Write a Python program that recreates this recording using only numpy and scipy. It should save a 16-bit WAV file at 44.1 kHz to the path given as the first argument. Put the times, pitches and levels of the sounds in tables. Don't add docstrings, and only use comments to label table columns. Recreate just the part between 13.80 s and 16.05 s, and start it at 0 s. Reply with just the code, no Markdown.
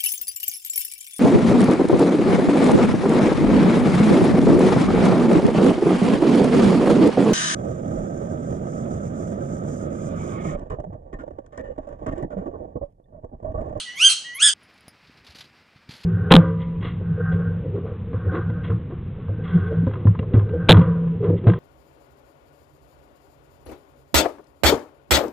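import sys
import numpy as np
from scipy import signal
from scipy.fft import rfft, irfft, next_fast_len
from scipy.io import wavfile
from scipy.ndimage import uniform_filter1d, minimum_filter1d, map_coordinates

SR = 44100
rng = np.random.default_rng(int(sys.argv[2]) if len(sys.argv) > 2 else 0)


def wav_out(sig):
    wavfile.write(sys.argv[1], SR, np.round(np.clip(np.atleast_2d(sig).T, -1, 1) * 32767).astype(np.int16))


def field_ratio(decibels):
    return 10 ** (np.asarray(decibels, dtype=float) / 20)


N = 99225
CUT_S = .7368
AHEAD, SHOT = SR * 3 // 10, SR * 4 // 5
LEFT_RIGHT = np.array([[1], [-1]])


def unit(x):
    return x / np.sqrt(np.mean(x ** 2) + 1e-20)


def along(points, hz):
    f, v = np.transpose(points)
    return np.interp(np.log(hz + 1), np.log(f + 1), v)


def wobble(rate, size=N, order=3):
    knots = rng.standard_normal(int(size * 2000 / SR) + 4)
    return map_coordinates(knots, [np.arange(size) * rate / SR], order=order)


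def coloured(spectrum):
    m = next_fast_len(N + 8192)
    white = rfft(rng.standard_normal(m))
    return unit(irfft(white * field_ratio(along(spectrum, np.fft.rfftfreq(m, 1 / SR))), m)[:N])


def since(s):
    return np.maximum(np.arange(N) / SR - s, 0)


def hum():
    # (frequency [Hz], level per Hz [dB])
    hum_colour = [(25, -25), (90, -11), (400, -9), (1000, -9), (2400, -6.5), (3500, -15.5), (5000, -14),
                  (6300, -28), (15500, -40)]
    # (time [s], level [dB])
    hum_level = [(0, -60.5), (.25, -58), (.55, -60), (.65, -64.5), (.73, -61), (0.759, -60), (1.301, -59),
                 (1.501, -59), (1.738, -59), (1.82, -61.5), (1.95, -60.5), (2.068, -60.5), (2.12, -57)]
    rumble_colour = [(30, -18.5), (80, -2), (250, -1.5), (450, -16.5), (900, -94.5)]
    first_view = since(CUT_S) == 0
    s, db = np.transpose(hum_level)
    loudness = field_ratio(np.interp(np.arange(N) / SR, s, db) + 1.54 + 1.5 * first_view)
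    rumble = coloured(rumble_colour) * field_ratio(2 * wobble(30) - 3 * first_view - 5.5)
    side = field_ratio(-8.5) * first_view * coloured(hum_colour) * LEFT_RIGHT
    steady = coloured(hum_colour) * field_ratio(1.2 * wobble(40))
    return loudness * (steady + rumble + side)


def thuds():
    # (time [s], peak level [dB], pitch [Hz])
    steps = [(0.24, -41, 40), (0.248, -42, 220), (0.359, -53, 80.7), (0.925, -48, 275), (1.078, -31.5, 200),
             (1.28, -43.5, 96.9), (1.295, -37, 231), (1.408, -43, 61.9), (1.492, -36.5, 62.7),
             (1.506, -41, 78.1), (1.551, -37.5, 238), (1.598, -45, 99.6), (1.958, -37.5, 138),
             (2.091, -24.5, 150), (2.124, -63, 88.8), (2.149, -40, 159), (2.242, -38, 238)]
    ring_cycles, late_s = 1.36, .002
    out = 0
    for s, db, hz in steps:
        cycles = since(s + late_s) * hz
        fade = field_ratio(db + 2 - 60 * cycles / (2 * ring_cycles))
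        out = out - fade * np.sin(2 * np.pi * cycles) * (1 - np.exp(-cycles / 0.13))
    return out - uniform_filter1d(out, size=500)


def scrapes():
    # (time [s], peak level [dB], time to fall 60 dB [s], brightness [dB])
    strokes = [(0.8365, -64, 0.12, -1.5), (0.9252, -62.5, 0.14, -3), (0.9767, -48, 0.076, -2),
               (1.1674, -58, 0.12, -20), (1.27, -49, 0.16, -10.5), (1.3716, -48, 0.12, -8),
               (1.4446, -43.5, 0.074, -5), (1.4643, -37.5, 0.13, -6), (1.4794, -53.5, 0.14, 2.5),
               (1.501, -43.5, 0.2, -5.5), (1.5474, -37.5, 0.11, -6.5), (1.5543, -40.5, 0.18, -2),
               (1.5835, -36.5, 0.14, -2.5), (1.605, -34, 0.1, -6), (1.6396, -43, 0.11, -6),
               (1.6711, -51, 0.13, -9.5), (1.7687, -51, 0.093, -11), (1.9594, -52, 0.16, -20),
               (2.09, -36, 0.16, -8), (2.1075, -36.5, 0.19, -3.5), (2.1354, -40.5, 0.34, -4),
               (2.159, -47, 0.32, 0), (2.201, -46.5, 0.39, -5.5), (2.233, -39, 0.1, -2)]
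    # (frequency [Hz], level per Hz [dB])
    berries = [(240, -22), (400, -6), (1230, -6.5), (1410, -4), (2840, -2), (4620, 1.5), (6000, -13),
               (7800, -32), (13200, -120)]
    # (frequency [Hz], level per Hz [dB])
    rustle = [(3530, -49), (6000, 5.5), (8650, -2), (11400, 1.5), (14500, -18.5)]
    rise_s, body_db, rustle_db, grain_db = 0.0016, -6.5, -9.5, 1.5
    body, bright = 0, 0
    for s, db, t60, bright_db in strokes:
        t = since(s)
        stroke = field_ratio(db - 60 * t / max(t60, .01)) * (1 - np.exp(-t / rise_s))
        body = body + stroke ** 2
        bright = bright + (stroke * field_ratio(bright_db)) ** 2
    grain = field_ratio(body_db + grain_db * wobble(220))
    body_noise = np.sqrt(body) * coloured(berries)
    rustle_noise = field_ratio(rustle_db) * np.sqrt(bright) * coloured(rustle)
    return grain * (body_noise + rustle_noise)


def ticks():
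    # (time [s], peak level [dB], share of the full ring length [1])
    taps = [
        (.8295, -60, 1.6),
        (.9388, -64, 0.92),
        (0.9744, -68.5, .3),
        (1.0067, -51.5, .25),
        (1.0804, -40.5, 0.84),
    ]
    # (frequency [Hz], level [dB], time to fall 60 dB [s])
    plate = [(4930, -11, 0.16), (5350, -15.5, 0.16), (6340, -29, 0.22), (9660, -11, 0.08),
             (10480, -1.5, 0.07), (12000, -18, .11)]
    crack_colour = [(300, 1.5), (2500, -2.5), (7000, -13.5), (10000, -28), (13000, -25)]
    out, size = np.zeros(N), SR // 4
    t = np.arange(size) / SR
    for s, db, share in taps:
        ring = 0
        for hz, tone_db, t60 in plate:
            unsteady_db = 3.5 * wobble(150, size, order=1)
            fade_db = 60 * t / (t60 * max(share, .05))
            ring = ring + field_ratio(tone_db + unsteady_db - fade_db) * np.sin(2 * np.pi * hz * t)
        crack = field_ratio(6 - 60 * t / .012) * coloured(crack_colour)[:size]
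        out[round(s * SR):][:size] += field_ratio(db) * (ring + crack) * (1 - np.exp(-t / 0.00085))
    return out


def nostril_hiss(hz, effort, closing):
    # (lowest frequency [Hz], climb [Hz], width [Hz], level [dB])
    whistles = [(10400, 1400, 630, 0), (10900, 1700, 500, -4), (13900, 800, 500, -15)]
    size, from_hz = len(hz), 975
    lift = np.tanh((hz - from_hz) / 397)
    air = 0
    for low_hz, climb_hz, width_hz, db in whistles:
        turn = 2 * np.pi * np.cumsum(low_hz + climb_hz * lift) / SR
        air = air + field_ratio(db) * wobble(width_hz, size) * np.sin(turn)
    opening = np.clip((hz - from_hz) / 120, 0, 1) * (1 - .85 * effort ** 4) * (1 - closing)
    return field_ratio(-50.5 + 7.5 * wobble(35, size)) * opening * air


def call(rows, full_db, shift_s, rough):
    whistle_db = [-30, 0, -8, -25, -32, -20, -36, -38, -42, -40, -36]
    closing_db = [-17, -11, 4, -9.5, -7, -7, -6.5, -13, -21, -25.5, -25.5]
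    # (frequency [Hz], level [dB])
    beak = [(3300, 0.5), (4000, -6), (4900, 0), (6100, 2), (6900, 0.5), (7350, -14.5), (8000, 0)]
    # (frequency [Hz], level [dB])
    throat = [(6900, 0), (7350, -9), (8000, 1), (10200, 1), (10800, -24), (11600, -18), (12400, -40),
              (15000, -50)]
    # (frequency [Hz], level per Hz [dB])
    rasp_colour = [(300, -41), (1000, -12.5), (2600, -2.5), (4300, -1), (5500, -9.5), (7400, -7.5),
                   (9000, -1), (10300, -11.5), (11000, -40.5)]
    soft_hz, full_hz = 1050, 1400
    flutter_hz, flutter_depth, flutter_db, jitter = 250, 0.018, 1.63, .002
    size = SHOT + AHEAD
    t = (np.arange(size) - AHEAD) / SR + shift_s
    s, *cols = np.transpose(rows)
    hz, db, closing = [np.interp(t, s, c) for c in cols]
    closing = np.clip(closing, 0, 1)
    effort = np.clip((hz - soft_hz) / (full_hz - soft_hz) + closing, 0, 1)
    chest = np.clip((hz - 985) / 90.14 + closing, 0, 1)

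    beat = 2 * np.pi * np.cumsum(flutter_hz * (1 + .06 * wobble(40, size))) / SR
    flutter = np.sqrt(rough) * flutter_depth * np.sin(beat)
    bend = effort * (flutter + jitter * wobble(700, size))
    phase = 2 * np.pi * np.cumsum(hz * (1 + bend)) / SR
    hoarse = np.clip(.02 * rough * effort + .85 * closing, 0, .95)
    out = 0
    for k, (soft, full, shut) in enumerate(zip(whistle_db, full_db, closing_db)):
        turn = (k + 1) * phase + rng.uniform(0, 2 * np.pi)
        width_hz = min(360 * (1 + 0.47 * k), 1900)
        a, b = [wobble(width_hz, size, order=1) for _ in range(2)]
        clear = np.sqrt(2 - 2 * hoarse) * np.sin(turn)
        smeared = np.sqrt(hoarse) * (a * np.sin(turn) + b * np.cos(turn))
        open_db = soft + (effort if k else chest) * (full - soft)
        drift_db = 1.5 * wobble(60, size, order=1)
        strength = field_ratio((1 - closing) * open_db + closing * shut + drift_db)
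        out = out + strength * (clear + smeared) * field_ratio(along(beak, (k + 1) * hz))
    pulsing = effort ** .5 * (1 + 0.88 * np.cos(beat))
    out = out + field_ratio(-28 + 19 * closing) * pulsing * coloured(rasp_colour)[:size]

    gate = np.clip(np.minimum(t - s[0], s[-1] - t) / 0.011, 0, 1)
    throb_db = effort * min(rough, 3) * flutter_db * np.cos(beat)
    m = next_fast_len(size)
    voice = rfft(gate * out * field_ratio(db + throb_db), m)
    voice = irfft(voice * field_ratio(along(throat, np.fft.rfftfreq(m, 1 / SR))), m)[:size]
    facing = field_ratio(11 * closing)
    return voice + gate * nostril_hiss(hz, effort, closing), facing


def room(x, facing):
    # (frequency [Hz], time to fall 60 dB [s])
    walls = [(500, .45), (2000, 0.3), (3200, 0.45), (4300, 0.48), (7000, 0.48), (11000, 0.2)]
    wet_db, early_db, early_s, wide_db, pan_db = -11, -16.5, .02, -7, -0.75
    hz, t, z = signal.stft(rng.standard_normal((2, SR)), SR, nperseg=256)
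    tail = signal.istft(z * field_ratio(-60 * t / along(walls, hz)[:, None]), SR, nperseg=256)[1]
    rise = np.clip(np.arange(tail.shape[1]) / SR / 0.005, 0, 1)
    tail = field_ratio(wet_db) * tail / np.linalg.norm(tail[0]) * rise
    when, sizes = rng.uniform(.05, 1, (2, 9)), rng.standard_normal((2, 9))
    for part in range(2):
        tail[part, (when[part] * early_s * SR).astype(int)] += field_ratio(early_db) * sizes[part]
    mid, side = signal.fftconvolve((x * facing)[None], tail, axes=1)[:, :len(x)]
    return (x + mid) * field_ratio(pan_db * LEFT_RIGHT) + field_ratio(wide_db) * side * LEFT_RIGHT


def parakeet():
    # (time [s], pitch [Hz], level [dB], beak closing [0-1])
    shrieks = [
        [(.05, 1005, -46.5, 0), (.085, 967, -37, 0), (.155, 998.5, -43, 0.22), (.188, 1139, -28.5, 0.29),
         (.228, 1492, -13.5, 0.04), (.256, 1596, -7.5, 0.05), (.286, 1567, -14, 0.1), (.292, 1433, -22.5, 0.89),
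         (.335, 1316, -32, .95)],
        [(.44, 920, -41.5, 0), (.46, 961.8, -40.5, 0.03), (.535, 971, -40, 0), (.586, 1125, -40, 0.03),
         (.63, 1677, -13.5, 0.07), (.655, 1733, -14.5, 0.06), (.685, 1659, -16.5, 0.28), (.7, 1542, -23.5, .25),
         (.722, 1400, -40.5, 0.4)],
    ]
    shriek_db = [
        [-23.5, 0.0054, -21, -14, -21.5, -19, -24, -29.5, -34, -32.5, -30.5],
        [-13.5, 0.014, -13, -10, -2, -13.5, -21, -22, -31.5, -32.5, -26],
        [-32, 0.00026, -18, -21, -17.5, -14, -21, -29, -39.5, -32, -31],
    ]
    rough = [.8, 2.3, 12]
    earlier_s, earlier_db = 0.33, -8.5
    first, second = shrieks
    before = room(*call(first, shriek_db[2], earlier_s, rough[2]))
    heard = field_ratio(earlier_db) * before
    heard = heard + room(*call(first, shriek_db[0], 0, rough[0]))
    heard = heard + room(*call(second, shriek_db[1], 0, rough[1]))
    heard = np.pad(heard[:, AHEAD:], [(0, 0), (0, N - SHOT)])
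    after = since(CUT_S)
    fade = np.where(after > 0, field_ratio(-30) * np.exp(-after / .005), 1)
    return heard * uniform_filter1d(fade, size=40)


def scene():
    return hum() + thuds() + scrapes() + ticks() + parakeet()


def roll_off(x):
    return signal.sosfilt(signal.butter(12, 15710, fs=SR, output="sos"), x)


def record(dry):
    ceiling, look = .97, 351
    need = ceiling / np.maximum(np.abs(dry).max(axis=0), ceiling)
    gain = uniform_filter1d(minimum_filter1d(need, size=look), size=look)
    return roll_off(dry * gain)


dry = scene()
out = record(dry)
wav_out(out)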